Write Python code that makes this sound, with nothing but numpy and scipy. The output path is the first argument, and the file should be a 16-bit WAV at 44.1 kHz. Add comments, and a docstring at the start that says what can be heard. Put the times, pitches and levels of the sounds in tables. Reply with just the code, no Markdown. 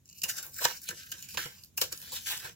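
"""Kitchen counter: scissors nibble at a short cardboard tube close to two microphones.
Blades and fingers rub the card in strokes of dense fibre grains; fibres give way in short snaps.
Both ring the blades, the tube wall, the air in the tube and its overtones, and the hissing fibres.
Jolts of the hands thud through the counter, and a quiet room hums underneath.
Short random reflections, partly different at the two microphones, spread the scissors' sound."""
import sys
import numpy as np
from scipy import signal
from scipy.fft import rfft, irfft, next_fast_len
from scipy.io import wavfile
from scipy.ndimage import map_coordinates

SR = 44100
rng = np.random.default_rng(int(sys.argv[2]) if len(sys.argv) > 2 else 0)


def put_to_file(sound):
    """Save the sound as 16-bit audio at rate SR, in the file named by the first command-line argument."""
    columns = np.atleast_2d(sound).T  # one column per channel
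    safe = np.clip(columns, -1, 1)
    whole_steps = np.round(safe * 32767)
    wavfile.write(sys.argv[1], SR, whole_steps.astype(np.int16))


N = 112454  # samples
CREST_S = 0.0012  # a snap crests this long after its onset


def scissors():
    """Strokes and snaps ring every body; random reflections to the microphones, redrawn and cross-faded."""
    # resonances of each body: f/Hz, width/Hz, level/dB relative within the body
    blade_modes = [(4544, 1270, -6.5), (5540, 535, 1), (6186, 430, -1), (6975, 590, 2), (7600, 760, -0.5)]
    wall_modes = [(339, 48, 0), (492, 47.4, 3.5), (633, 160, -4)]
    wall_high_modes = [(795, 106, -2.5), (984, 105, -1), (1154, 86, -2)]
    air_modes = [(1328, 96, -2.5), (1564, 56, 6), (1750, 92, 2.5), (2110, 430, -3.5)]
    overtone_modes = [(2417, 340, -10.5), (2724, 330, -1.5), (2880, 114, 2)]  # narrow and lower, near 2.7 kHz
    overtone_broad_modes = [(2385, 500, -16), (2994, 500, -1.5), (3490, 510, 1.5), (3984, 800, -1.5)]  # broad and higher
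    fibre_modes = [(9650, 1900, -4), (11990, 2340, -0.5), (15150, 2100, 0)]
    # share of the wall's force that drives its higher modes: t/s, share/0-1
    wall_shift = [(0, 0.6), (.25, 0.65), (.33, 0.2), (.45, 0.6), (.6, 0.12), (.66, 1), (.8, 0.47),
                  (.95, 0.08), (1.37, 0.59), (1.46, 0.5), (1.78, 0.7), (1.82, .25), (2.1, 0.6), (2.3, 0.94),
                  (2.55, 0.18)]
    # share of the overtone's force that drives the narrow set: t/s, share/0-1
    narrow_share = [(0, 1), (.245, .95), (.27, 0.56), (.7, 0.38), (1, 0.43), (1.3, 0.6), (1.4, 0.23),
                    (1.75, 0.68), (1.8, 1), (1.82, 0.3), (2, 0.04), (2.55, 0.35)]
    # colour of the reflections that differ between the microphones: f/Hz, gain/dB
    apart_colour = [(60, -10), (110, -8), (200, -7), (380, -5.5), (700, -2.5), (1290, 1.5), (2380, -1.5),
                    (4400, 1), (8120, 1.5), (15000, -0.5)]
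    redraw_s = 0.07  # time between fresh draws of the reflections

    blades, wall, air, overtone, fibres = rubbing() + snaps()
    wall_high, wall_low = wall * shares(wall_shift)
    overtone_narrow, overtone_broad = overtone * shares(narrow_share)
    driven = [(blades, blade_modes), (wall_high, wall_high_modes), (wall_low, wall_modes),
              (air, air_modes), (overtone_narrow, overtone_modes),
              (overtone_broad, overtone_broad_modes), (fibres, fibre_modes)]
    rung = sum(filtered(force, body(modes)) for force, modes in driven)

    # cross-fade from one draw to the next, which averages out their colouring
    draw_clock = np.arange(N) / SR / redraw_s
    common, apart = 0, 0
    for k in range(int(draw_clock[-1]) + 2):
        near_draw = np.clip(1 - np.abs(draw_clock - k), 0, 1)
        common_part, apart_part = paths(rung * near_draw)
        common = common + common_part
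        apart = apart + apart_part
    apart = filtered(apart, lambda hz: amp(along(apart_colour, hz)))
    return np.array([common + apart, common - apart]) + thuds()


def rubbing():
    """Friction of blade or finger on card: fibre grains that fade in, follow each stroke and fade out."""
    # strokes along the card, one list each: t/s, then force level/dB on
    # blades, tube wall, tube air, tube overtone, fibre hiss
    strokes = [
        [(0.055, -69, -95, -99, -93, -73), (0.095, -68, -97, -99, -74, -68), (0.135, -65, -96, -91, -73, -69),
         (0.145, -70, -95, -95, -81, -74)],
        [(0.15, -60, -91, -88, -65, -61), (0.17, -61, -85, -99, -59, -57), (0.188, -51, -90, -78, -59, -54),
         (0.205, -64, -94, -88, -72, -62)],
        [(0.255, -50, -53, -53, -52, -42), (0.275, -55, -61, -64, -62, -53), (0.297, -41, -60, -53, -41, -36),
         (0.335, -51, -75, -60, -65, -52)],
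        [(0.34, -57, -61, -62, -66, -55), (0.382, -41, -63, -48, -50, -45), (0.408, -51.5, -62, -63, -57, -52),
         (0.42, -53, -63, -62, -62, -55)],
        [(0.435, -65, -70, -52, -59, -55), (0.449, -56, -60, -52, -54, -47),
         (0.507, -61.5, -74, -75.5, -80, -58), (0.53, -60, -84, -75, -72, -55)],
        [(0.535, -57, -82, -76, -82, -54), (0.539, -50.5, -85, -75, -76, -54),
         (0.591, -46, -81, -46, -63, -43.5), (0.6, -52, -71, -52, -56, -56)],
        [(0.605, -49, -56, -60, -53, -43), (0.615, -43, -41, -43, -44, -43),
         (0.637, -35.5, -44, -37, -43, -36.5), (0.645, -33.5, -62, -37, -34.5, -34.5)],
        [(0.67, -41, -51, -42, -41, -45), (0.692, -49, -58, -52.5, -48, -51), (0.712, -45, -52, -47, -49, -48),
         (0.725, -52, -72, -67, -50.5, -51)],
        [(0.735, -50, -68, -56.5, -58, -53), (0.773, -53, -77, -64, -59, -53), (0.795, -64, -89, -83, -67, -63),
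         (0.815, -63, -85, -78, -77, -58)],
        [(0.82, -58, -83, -73, -86, -57), (0.838, -51.5, -95, -66, -65, -46),
         (0.854, -56.5, -95, -59.5, -63, -51), (0.88, -51, -67, -71, -47, -48)],
        [(0.92, -68, -54, -55, -73, -71), (0.95, -54, -69, -70, -60, -56), (1.006, -50, -81, -58, -53, -52.5),
         (1.04, -59, -94, -66, -59.5, -60)],
        [(1.05, -65, -87, -78, -76, -61), (1.068, -59, -91, -57, -61, -59), (1.076, -62, -90, -60, -63, -61),
         (1.11, -59.5, -76, -77, -68, -58)],
        [(1.14, -53, -61.5, -56.5, -57.5, -63), (1.216, -56, -81, -72, -64, -53),
         (1.242, -51, -73, -64, -56, -52), (1.28, -63, -86, -67, -65, -61)],
        [(1.295, -52, -86, -65, -59, -50), (1.325, -58, -98, -76, -63, -56), (1.347, -47, -52, -53, -52, -47),
         (1.36, -56.5, -66, -62, -60, -56)],
        [(1.378, -42.5, -41.5, -41.5, -44, -43), (1.44, -47.5, -67.5, -46.5, -50, -48),
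         (1.458, -56.5, -54, -64, -50, -53), (1.472, -55.5, -66, -55, -55, -55)],
        [(1.48, -58.5, -63.5, -58, -58, -60), (1.606, -62.5, -82, -76, -68.5, -65),
         (1.642, -64, -97, -80, -71, -57.5), (1.69, -75.5, -86, -99, -87, -75)],
        [(1.79, -45, -58, -56, -55, -44), (1.804, -49, -67, -58, -51, -46), (1.808, -39, -48, -53, -54, -41)],
        [(1.835, -44, -47.5, -46, -39.5, -40), (1.883, -57, -75, -75, -67, -67),
         (1.905, -63, -72, -70, -65, -78), (1.915, -57, -61.5, -54, -65, -54)],
        [(1.94, -55, -65, -58, -56, -61), (1.97, -61, -79, -71, -64.5, -54.5),
         (2.064, -51, -74, -60, -51.5, -51), (2.11, -52.5, -70, -64, -56.5, -59)],
        [(2.122, -44, -53.5, -62, -49, -44), (2.166, -42, -69, -50.5, -45, -42.5),
         (2.202, -55.5, -79, -66, -57, -55), (2.25, -52, -85, -69, -56, -52)],
        [(2.264, -44, -65, -46, -42.5, -44), (2.314, -39, -45, -44, -39.5, -39),
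         (2.342, -45, -55.5, -43.5, -45, -46.5), (2.385, -54, -65, -61.5, -54, -50.5)],
        [(2.4, -50, -68.5, -55, -51.5, -50.5), (2.454, -48.5, -51.5, -48, -48.5, -47.5),
         (2.49, -54.5, -65, -55.5, -54, -60), (2.53, -64, -77, -74, -76, -66)],
    ]
    rise_s, fall_s = 0.0065, 0.01
    rub_db, flutter_depth_db = -0.19, 0.91  # trim; unevenness of the rubbing
    t, power = np.arange(N) / SR, np.zeros((5, N))
    for stroke in strokes:
        times, *levels = np.transpose(stroke)
        before = np.minimum(t - times[0], 0) / rise_s
        after = np.maximum(t - times[-1], 0) / fall_s
        edges = np.exp(-before ** 2 - after ** 2)
        force = edges * amp([np.interp(t, times, db) for db in levels])
        power += force ** 2
    # one flutter shared by all bodies, one for each alone
    flutter = wobble(60) + np.array([wobble(40) for _ in power])
    return grains(0.5) * amp(rub_db + flutter_depth_db * flutter) * np.sqrt(power)


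def snaps():
    """Breaking fibres push each body: crunches burst with grains, ticks start with one sharp slip."""
    # bursts of tearing fibres: t/s, level/dB before trim, then over it level/dB on
    # blades, tube wall, tube air, tube overtone, fibre hiss; rise/s, t60/s
    crunches = [(0.217, -24, -10.5, -54, -38, -12.5, -16, 0.0016, 0.025),
                (0.237, -15.5, -11, -33, -24, -15, -12.5, 0.0043, 0.042),
                (0.296, -20.5, -14, -39, -18.5, -26, -12.5, 0.0096, 0.057),
                (0.368, -28.5, -12.5, -61, -25, -26, -8.5, 0.003, 0.05),
                (0.382, -23, -11.5, -46, -41, -19, -14, 0.0021, 0.021),
                (0.427, -29, -10, -32, -25, -23, -8, 0.0026, 0.057),
                (0.584, -32, -8.5, -29, -7, -28, -8, 0.0022, 0.097),
                (0.612, -28.5, -15, -14, -6, -20, -11, 0.0042, 0.083),
                (0.651, -9.5, -13.5, -14.5, -12, -14.5, -17, 0.0057, 0.039),
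                (0.706, -33, -17, -26, -27, -16, -17, 0.00354, 0.043),
                (0.888, -24.5, -10.5, -26, -19, -13.5, -11, 0.0049, 0.055),
                (0.905, -27.5, -17, -20.5, -16.5, -25, -14, 0.0035, 0.056),
                (1.117, -21, -16.5, -36, -21, -17.5, -14, 0.0027, 0.056),
                (1.287, -32, -13.5, -47, -28, -18, -13, 0.0035, 0.036),
                (1.343, -37, -4, -7, -10, -6, -11, 0.0013, 0.017),
                (1.456, -28, -16, -19.5, -11.5, -16.5, -16, 0.0029, 0.043),
                (1.778, -19.5, -9, -24, -23, -10.5, -8.5, 0.0043, 0.035),
                (1.814, -11, -10.5, -19, -19.5, -15.5, -12.5, 0.0023, 0.055),
                (1.923, -21.5, -10.5, -25.5, -21.5, -19, -13.5, 0.0024, 0.051)]
    # single slips: t/s, level/dB before trim, then over it level/dB on the same five bodies
    ticks = [(0.055, -50.5, -9.5, -28, -27, -26.5, -10.5), (0.077, -53, -7, -38, -38, -24, -10.5),
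             (0.089, -52, 2, -37, -47, -18, -14), (0.097, -39, -12, -39, -44, -24, -17),
             (0.11, -47.5, -9, -46, -37, -21, -16), (0.127, -41.5, -8, -47, -46, -21, -14),
             (0.465, -33.5, -17, -25, -23, -28, -8), (0.542, -39, -9, -34, -28, -26, -4.5),
             (0.562, -31.5, -17, -41, -23, -22, -11), (0.816, -42, -14, -53, -31, -28, -6),
             (1.033, -43.5, -12, -48, -18, -21, -13), (1.061, -43, -35, -36, -20, -26, -6.5),
             (1.224, -29.5, -14, -46, -27, -22, -11.5), (1.306, -39, -12, -37, -25, -17, -12),
             (1.371, -15, -21, -18, -17, -15.5, -23.5), (1.635, -35.5, -9.5, -45, -41, -27, -14.5),
             (1.645, -37.5, -14, -46, -34, -23, -14), (1.657, -47, -14, -32, -34, -28, -10),
             (1.768, -40, -21, -26, -35, -38, -13), (1.974, -32.5, -11, -39, -33, -24, -15.5),
             (2.0, -34, -15, -35, -38, -24, -17), (2.015, -33.5, -18, -43, -29, -18.5, -13),
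             (2.161, -29, -18, -48, -26, -21, -17), (2.21, -49, -25, -39, -26, -22, -15),
             (2.227, -51, -13, -34, -13.5, -12, -10.5), (2.369, -26.5, -19, -33, -25, -18, -15.5),
             (2.374, -32.5, -7.5, -35, -33, -22, -17), (2.394, -33.5, -19, -34, -26, -14.5, -14),
             (2.493, -32, -16, -23, -22, -18, -22)]
    crunch_trim_db, tick_trim_db = -2, 2.5
    tick_rise_s, tick_t60_s = 0.00048, 0.011
    first_slip_db = 11.5  # over the noise that follows

    crunch, tick = np.zeros((2, 5, N))
    for onset, db, *over, rise_s, t60_s in crunches:
        force = amp(crunch_trim_db + db + np.array(over))
        crunch += force[:, None] * burst(onset, rise_s, t60_s)
    slips = rng.standard_normal(N)
    for onset, db, *over in ticks:
        force = amp(tick_trim_db + db + np.array(over))
        tick += force[:, None] * burst(onset, tick_rise_s, tick_t60_s)
        slips[round((onset + CREST_S) * SR)] = amp(first_slip_db)
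    return crunch * grains(1.5) + tick * slips


def grains(spread_db):
    """Tiny fibre slips at random moments over a noise bed, a few much larger than the rest; rms 1."""
    grains_per_s = 6000
    chance, size, sign = rng.random(N), rng.exponential(1, N), rng.standard_normal(N)
    slips = (chance < grains_per_s / SR) * amp(spread_db * np.minimum(size, 4)) * sign
    return unit(slips + 0.24 * sign)


def burst(onset, rise_s, t60_s):
    """Force envelope of a snap: a quick swell to the crest and an exponential fall."""
    age = np.arange(N) / SR - onset - CREST_S
    return np.where(age < 0, np.exp(-(age / rise_s) ** 2), amp(-60 * np.abs(age) / t60_s))


def body(modes):
    """Causal response of a set of resonances, steep outside them, power gain 1."""
    def response(f):
        low = f / (0.85 * modes[0][0])
        high = f / (1.15 * modes[-1][0])
        high_pass = 1j * low ** 2 / (1 - low ** 2 + 1j * low)
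        low_pass = 1 / (1 - high ** 2 + 1j * high)
        rings = 0
        for k, (centre, width, db) in enumerate(modes):
            ring = 1j * f * width / (centre ** 2 - f ** 2 + 1j * f * width)
            rings = rings + (-1) ** k * amp(db) * ring  # neighbours alternate in sign
        return unit((high_pass * low_pass) ** 2 * rings)
    return response


def shares(curve):
    """Two gains that cross-fade with equal power."""
    share = np.clip(np.interp(np.arange(N) / SR, *np.transpose(curve)), 0, 1)
    return np.sqrt([share, 1 - share])


def paths(x):
    """Direct sound with common random reflections, and differing reflections; both get a tail."""
    common_t60_s, apart_t60_s, tail_t60_s = 0.0064, 0.02, 0.2
    near_db, tail_db = -4, -9  # common reflections over the direct sound; tail, before normalising
    t = np.arange(SR // 3) / SR
    near = rng.standard_normal((2, len(t))) * amp(-60 * t / np.array([[common_t60_s], [apart_t60_s]]))
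    near = near / np.linalg.norm(near, axis=1, keepdims=True)
    tail = rng.standard_normal((2, len(t))) * amp(-60 * t / tail_t60_s)
    direct = t == 0
    answer = np.array([direct + amp(near_db) * near[0], near[1]])
    answer = answer + amp(tail_db) * tail / np.linalg.norm(tail[0])
    answer = answer / np.linalg.norm(answer, axis=1, keepdims=True)
    return signal.fftconvolve(x[None], answer, axes=1)[:, :N]


def thuds():
    """Each jolt of the hands pushes a short low wave, a decaying sine, through the counter."""
    # hand jolts: t/s, level/dB
    jolts = [(0.236, -45.5), (0.649, -39.5), (0.896, -43), (1.117, -62), (1.342, -56), (1.37, -43.5),
             (1.457, -40), (1.814, -54), (2.447, -47)]
    centre_hz, t60_s = 148, 0.074  # each jolt draws its pitch around the centre
    t, wave = np.arange(N) / SR, np.zeros(N)
    for onset, db in jolts:
        age = np.maximum(t - onset, 0)
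        hz = centre_hz * rng.uniform(0.77, 1.4)
        wave += amp(db - 60 * age / t60_s) * np.sin(2 * np.pi * hz * age)
    return wave


def room():
    """The kitchen's low hum and faint hiss: coloured noise, more alike left and right in the lows."""
    # colour of the room: f/Hz, relative level/dB per Hz
    colour = [(15, -46), (25, -15.5), (60, -8), (85, 3), (105, -3), (150, -2.5), (200, -6), (360, -19.5),
              (560, -26.5), (900, -31.5), (2000, -31.5), (3800, -29), (4700, -34), (7000, -24), (8500, -36),
              (11800, -28), (15900, -38.5)]
    # left-right likeness: f/Hz, likeness/0-1
    likeness = [(30, 0.87), (80, 0.96), (250, 0.59), (1000, .3), (4000, .1)]
    # swell of the room: t/s, level/dB
    swell = [(0.0, -66.5), (0.55, -61), (0.92, -64), (1.36, -59.5), (1.65, -64), (1.73, -62), (1.92, -60),
             (2.55, -61)]
    pair = filtered(rng.standard_normal((2, N)), lambda hz: amp(along(colour, hz)))
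    level_db = np.interp(np.arange(N) / SR, *np.transpose(swell))
    return amp(level_db) * unit(blend(pair, likeness))


def blend(pair, alike):
    """Two unrelated signals mixed to left and right of a given likeness."""
    def mid_side_gains(hz):
        turn = np.arccos(np.clip(along(alike, hz), -1, 1)) / 2
        return np.array([np.cos(turn), np.sin(turn)])
    mid, side = filtered(pair, mid_side_gains)
    return np.array([mid + side, mid - side])


def wobble(rate):
    """A smooth random curve, rate knots a second."""
    knots = rng.standard_normal(int(N * rate / SR) + 4)
    return map_coordinates(knots, [np.arange(N) * rate / SR])


def filtered(x, response):
    """Shapes the spectrum of x by a complex response of frequency."""
    m = next_fast_len(N + SR // 2)  # space for the ringing
    return irfft(rfft(x, m) * response(np.fft.rfftfreq(m, 1 / SR)), m)[..., :N]


def along(points, hz):
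    """Reads a curve of (Hz, value) points on a log frequency axis."""
    f, v = np.transpose(points)
    return np.interp(np.log(hz + 1), np.log(f + 1), v)


def amp(db):
    """Amplitude gain of a level in dB."""
    return 10 ** (np.asarray(db) / 20)


def unit(x):
    """Scales x to rms 1."""
    return x / np.sqrt(np.mean(np.abs(x) ** 2) + 1e-20)


def scene():
    """Scissors at work over the room."""
    return scissors() + room()


def record(dry):
    """The two microphones differ in colour; nothing passes above the band limit."""
    # balance of the microphones: f/Hz, left over right/dB
    balance = [(60, -2.5), (110, -2.0), (200, -3), (380, -2), (700, -6), (1290, -2), (2380, -2.5),
               (4400, -1), (8120, -1.5), (15000, 3)]
    top_hz = 15870

    def colour(hz):
        halves = np.array([[0.5], [-0.5]])  # half the difference to each side
        return amp(along(balance, hz) * halves) * (hz < top_hz)
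    return filtered(dry, colour)


dry = scene()
out = record(dry)
put_to_file(out)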